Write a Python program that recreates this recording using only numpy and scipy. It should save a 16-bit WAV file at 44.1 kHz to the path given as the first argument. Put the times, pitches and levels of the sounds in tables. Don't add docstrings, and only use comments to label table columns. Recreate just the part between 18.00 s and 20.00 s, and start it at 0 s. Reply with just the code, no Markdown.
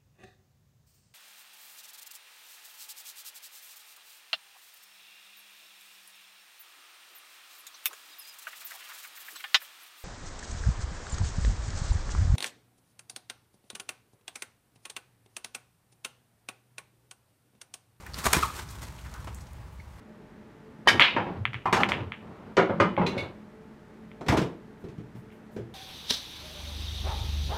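import sys
import numpy as np
from scipy import signal
from scipy.fft import rfft, irfft
from scipy.io import wavfile

SR = 44100
rng = np.random.default_rng(int(sys.argv[2]) if len(sys.argv) > 2 else 0)


def bounce(signal):
    frames = np.transpose(np.atleast_2d(signal))
    limited = np.clip(frames, -1, 1)
    pcm = np.round(limited * 32767).astype(np.int16)
    wavfile.write(sys.argv[1], SR, pcm)


N = 88200
T = np.arange(N) / SR

# peak t/s, rise t/s, fall t/s, level/dB, tilt above 1 kHz/(dB per octave)
STROKES = [(.188, .004, 0.0092, -32.5, 2), (0.244, .0025, 0.0095, -26.5, 1),
           (.261, .008, 0.0096, -21.5, 0.9), (.268, 0.0047, 0.011, -23.5, -2.5),
           (0.307, 0.0075, 0.0091, -36, -5), (0.337, 0.0053, 0.012, -21, -1.5),
           (0.351, 0.0073, .012, -21.5, -0.9), (.367, .0015, .010, -23.5, 0.5),
           (.388, 0.0067, .020, -29.5, -1.5), (0.434, 0.014, 0.0068, -28.5, 0.5),
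           (.456, 0.0072, 0.016, -41, -1), (0.564, 0.018, 0.025, -40, 1.2), (.597, 0.013, 0.012, -37, -0.7),
           (0.709, 0.014, 0.022, -49, 4), (0.834, 0.018, 0.012, -41.5, 0.8),
           (1.246, 0.0022, 0.0065, -48, 0), (1.995, .012, .015, -54, -2)]
# f/Hz, level/dB
STROKE_SPECTRUM = [(60, -6), (150, -0.5), (370, 0), (520, -4), (750, -1.5), (1000, 2.5), (1600, -2),
                   (2000, -4), (2400, -5.5), (2750, -8.5), (3400, -7), (4800, -9.5), (7000, -10.5),
                   (9000, -11.5), (10200, -16.5), (12500, -15.5), (15500, -23.5)]
# t/s, level/dB
RUSTLE_LEVEL = [(0, -56), (.12, -56), (.165, -45.5), (.225, -42.5), (.29, -37.5), (.45, -40), (.52, -47.5),
                (.62, -46.5), (.66, -55.5), (.73, -49.5), (.79, -51), (.97, -53.5), (1.2, -55), (1.45, -62),
                (1.6, -67.5), (2, -64.5)]
# f/Hz, level/dB
QUILL_SPECTRUM = [(60, -41), (200, -26), (450, -14), (800, -2), (1500, 0), (2400, -0.5), (2800, -7),
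                  (3400, 1), (4800, -7.5), (8200, -2), (10500, -8.5), (13000, -10.5), (16000, -23)]
# middle t/s, half length t/s, pitch f/Hz, level/dB
WHISTLES = [(0.27, 0.0043, 1180, -24), (0.343, 0.012, 2408, -29.5), (0.433, 0.0055, 1260, -21),
            (0.44, 0.0097, 1120, -31.5), (0.455, .007, 933, -36), (.465, 0.022, 1211, -40.5),
            (0.503, .004, 1244, -38), (1.802, 0.0057, 2174, -52)]
# onset t/s, pitch f/Hz, decay t/s, level before the envelope/dB
PUSHES = [(0.184, 171, 0.016, -34.5), (0.263, 225, 0.0044, -16), (0.266, 70, 0.028, -26.5),
          (0.3672, 160, 0.0043, -15.5), (.368, 329, 0.0043, -16), (.366, 72, 0.032, -26),
          (.438, 113.5, 0.012, -28.5), (1.285, 96, 0.023, -34.5)]
# peak t/s, fall t/s, level/dB, centre f/Hz, half-power half-width/octaves
TICKS = [(0.0654, .002, -42.5, 3000, 2.9), (0.067, 0.011, -45.5, 1750, 0.28),
         (0.136, 0.0027, -40, 4630, 0.31), (0.144, 0.0032, -34, 4440, 0.27),
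         (0.69, 0.0032, -46.5, 4600, 0.39), (.988, 0.011, -53.5, 2860, 0.21),
         (1.059, 0.024, -49, 1450, 0.46), (1.141, 0.0043, -43.5, 3880, 0.95),
         (1.159, 0.046, -47, 1190, 0.4), (1.347, 0.0021, -41, 8240, .6), (1.360, 0.019, -55, 7600, 0.19),
         (1.412, 0.014, -55.5, 6330, 0.49), (1.470, 0.0057, -52.5, 4640, 0.44),
         (1.533, 0.0018, -51.5, 9000, 1), (1.730, 0.013, -64.5, 11000, 0.71),
         (1.802, 0.0041, -50.5, 1900, 0.16)]
# f/Hz, level/dB
SCUFF_SPECTRUM = [(100, -14), (220, 1.5), (450, -1), (750, -1.5), (1100, 3), (1500, -9), (2500, -8.5),
                  (4300, -18.5), (9000, -25), (15000, -43)]
# f/Hz, time to decay by 60 dB t/s
PORCH_T60 = [(100, 0.16), (1000, 0.46), (4000, 0.67), (14000, 0.53)]
# f/Hz, level/dB
RUMBLE_SPECTRUM = [(20, -46), (36, -16.5), (52, -7), (65, -4.5), (80, -6.5), (105, -7), (140, -12),
                   (200, -19), (320, -30), (600, -64)]
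# t/s, level/dB
RUMBLE_LEVEL = [(0, -45.5), (.65, -44), (1.2, -45), (1.4, -45.5), (2, -48.5)]
# f/Hz, level/dB
YARD_SPECTRUM = [(150, -33), (250, -5), (378, -1.5), (413, -4), (646, -2.5), (717, -8), (837, 1),
                 (1290, -6.5), (2130, -10), (3510, -18.5), (15500, -31)]

BARBS_PER_S, BARB_SPREAD_DB = 4600, 3.5
AIR_SHARE = 0.59
FLUTTER_HZ, FLUTTER_DB = 130, 2
RUSTLE_TILT_DB, RUSTLE_WAVER_DB = 0.38, 1.1
CLAP_S, CLAP_DB = .3306, 1.5
QUILL_GAP_S, QUILL_FADE_DB, QUILL_RING_S = .00102, -0.3, 0.0012
WHISTLE_SAG_PER_S, WHISTLE_JITTER, OVERTONE_DB = 3, 0.0382, -15.5
PUSH_RISE_S = 0.0009
TICK_RISE_SHARE = .5
SCUFF_S, SCUFF_RISE_S, SCUFF_FALL_S, SCUFF_DB = 1.274, 0.0037, 0.02, -38
PORCH_DB, EARLY_DB = -14.5, -13.5
RUMBLE_WAVER_DB = 1
HUM_HZ, HUM_DB, HUM_WANDER = 65.25, -49.5, 0.0798
YARD_DB, YARD_FADE_DB_PER_S = -55.5, 1.5
EDGE_HZ = 15820


def feathers():
    struck = rng.random(N) < BARBS_PER_S / SR
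    sign = rng.choice([-1, 1], N)
    strength = amp(BARB_SPREAD_DB * np.minimum(rng.exponential(1, N), 3))
    flicks = evened(struck * sign * strength)
    air = rng.standard_normal(N)
    mixture = np.sqrt(1 - AIR_SHARE) * flicks + np.sqrt(AIR_SHARE) * air
    return mixture * amp(FLUTTER_DB * drift(FLUTTER_HZ))


def wings():
    out = np.zeros(N)
    for s, rise, fall, db, tilt in STROKES:
        out += amp(db) * swell(s, rise, fall) * colour(feathers(), STROKE_SPECTRUM, tilt)
    rustle_db = np.interp(T, *np.transpose(RUSTLE_LEVEL)) + RUSTLE_WAVER_DB * drift(44.6)
    return out + amp(rustle_db) * colour(feathers(), STROKE_SPECTRUM, RUSTLE_TILT_DB)


def clap(count=5):
    snaps = np.zeros(N)
    for k in range(count):
        snaps += amp(QUILL_FADE_DB * k) * evened(snap(CLAP_S + k * QUILL_GAP_S, QUILL_RING_S))
    return amp(CLAP_DB) * np.sqrt(count) * ring(snaps, QUILL_SPECTRUM)


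def whistles():
    out = np.zeros(N)
    for s, half_length, hz, db in WHISTLES:
        pitch = hz * (1 - WHISTLE_SAG_PER_S * (T - s) + WHISTLE_JITTER * drift(311))
        phase = 2 * np.pi * np.cumsum(pitch) / SR
        tone = evened(np.sin(phase) + amp(OVERTONE_DB) * np.sin(2 * phase))
        hold = 1 / (1 + ((T - s) / half_length) ** 8)
        out += amp(db) * hold * tone
    return out


def pushes():
    out = np.zeros(N)
    for s, hz, decay, db in PUSHES:
        t = np.maximum(T - s, 0)
        envelope = (1 - np.exp(-t / PUSH_RISE_S)) * np.exp(-t / decay)
        out += amp(db) * envelope * np.sin(2 * np.pi * hz * t)
    return signal.sosfilt(signal.butter(4, 36, "high", fs=SR, output="sos"), out)


def feet():
    out = np.zeros(N)
    for s, fall, db, hz, width in TICKS:
        out += amp(db) * swell(s, TICK_RISE_SHARE * fall, fall) * band(feathers(), hz, width)
    scuff = swell(SCUFF_S, SCUFF_RISE_S, SCUFF_FALL_S) * colour(feathers(), SCUFF_SPECTRUM)
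    return out + amp(SCUFF_DB) * scuff


def porch(x, count=8):
    hz, t, z = signal.stft(rng.standard_normal(SR), SR, nperseg=256)
    decay = amp(-60 * t / read(PORCH_T60, hz)[:, None])
    build_up = 1 - np.exp(-t / 0.0071)
    tail = signal.istft(z * decay * build_up, SR, nperseg=256)[1]
    response = amp(PORCH_DB) * tail / np.linalg.norm(tail)
    delays = (rng.uniform(.003, .024, count) * SR).astype(int)
    response[delays] += amp(EARLY_DB) * rng.choice([-1, 1], count) / np.sqrt(count)
    return signal.fftconvolve(x, response)[:N]


def yard():
    rumble_db = np.interp(T, *np.transpose(RUMBLE_LEVEL)) + RUMBLE_WAVER_DB * drift(9.8)
    rumble = amp(rumble_db) * colour(rng.standard_normal(N), RUMBLE_SPECTRUM)
    hum_pitch = HUM_HZ * (1 + HUM_WANDER * drift(13.9))
    hum = amp(HUM_DB) * evened(np.sin(2 * np.pi * np.cumsum(hum_pitch) / SR))
    wash_db = YARD_DB + YARD_FADE_DB_PER_S * (1 - T) + drift(9.8)
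    wash = amp(wash_db) * colour(rng.standard_normal(N), YARD_SPECTRUM)
    return rumble + hum + wash


def amp(db):
    return 10 ** (np.asarray(db) / 20)


def evened(x):
    return x / np.sqrt(np.mean(x ** 2) + 1e-20)


def read(points, hz):
    f, value = np.transpose(points)
    return np.interp(np.log(hz + 1), np.log(f + 1), value)


def colour(x, points, tilt_db=0):
    hz = np.fft.rfftfreq(N, 1 / SR)
    gain_db = read(points, hz) + tilt_db * np.log2(np.maximum(hz / 1000, 1))
    return evened(irfft(rfft(x) * amp(gain_db), N))


def band(x, centre_hz, octaves):
    away = np.log2((np.fft.rfftfreq(N, 1 / SR) + 1) / centre_hz) / octaves
    return evened(irfft(rfft(x) / np.sqrt(1 + away ** 4), N))


def drift(hz):
    lowpass = np.exp(-(np.fft.rfftfreq(N, 1 / SR) / hz) ** 2)
    return evened(irfft(rfft(rng.standard_normal(N)) * lowpass, N))


def ring(x, points, size=2048):
    log_gain = np.log(amp(read(points, abs(np.fft.fftfreq(size, 1 / SR)))))
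    taps = np.fft.ifft(np.exp(np.conj(signal.hilbert(log_gain)))).real
    return evened(signal.oaconvolve(x, taps[:size // 2])[:N]) / np.sqrt(N)


def swell(s, rise, fall):
    return np.exp(-(np.minimum(T - s, 0) / rise) ** 2 - np.maximum(T - s, 0) / fall)


def snap(s, decay):
    return (T >= s) * np.exp(-np.maximum(T - s, 0) / decay) * rng.standard_normal(N)


def scene():
    bird = wings() + clap() + whistles() + feet()
    return (bird + porch(bird) + pushes() + yard())[None]


def record(dry):
    taps = signal.firwin(511, EDGE_HZ, window=("kaiser", 9), fs=SR)
    return signal.oaconvolve(dry, taps[None], "same")


dry = scene()
out = record(dry)
bounce(out)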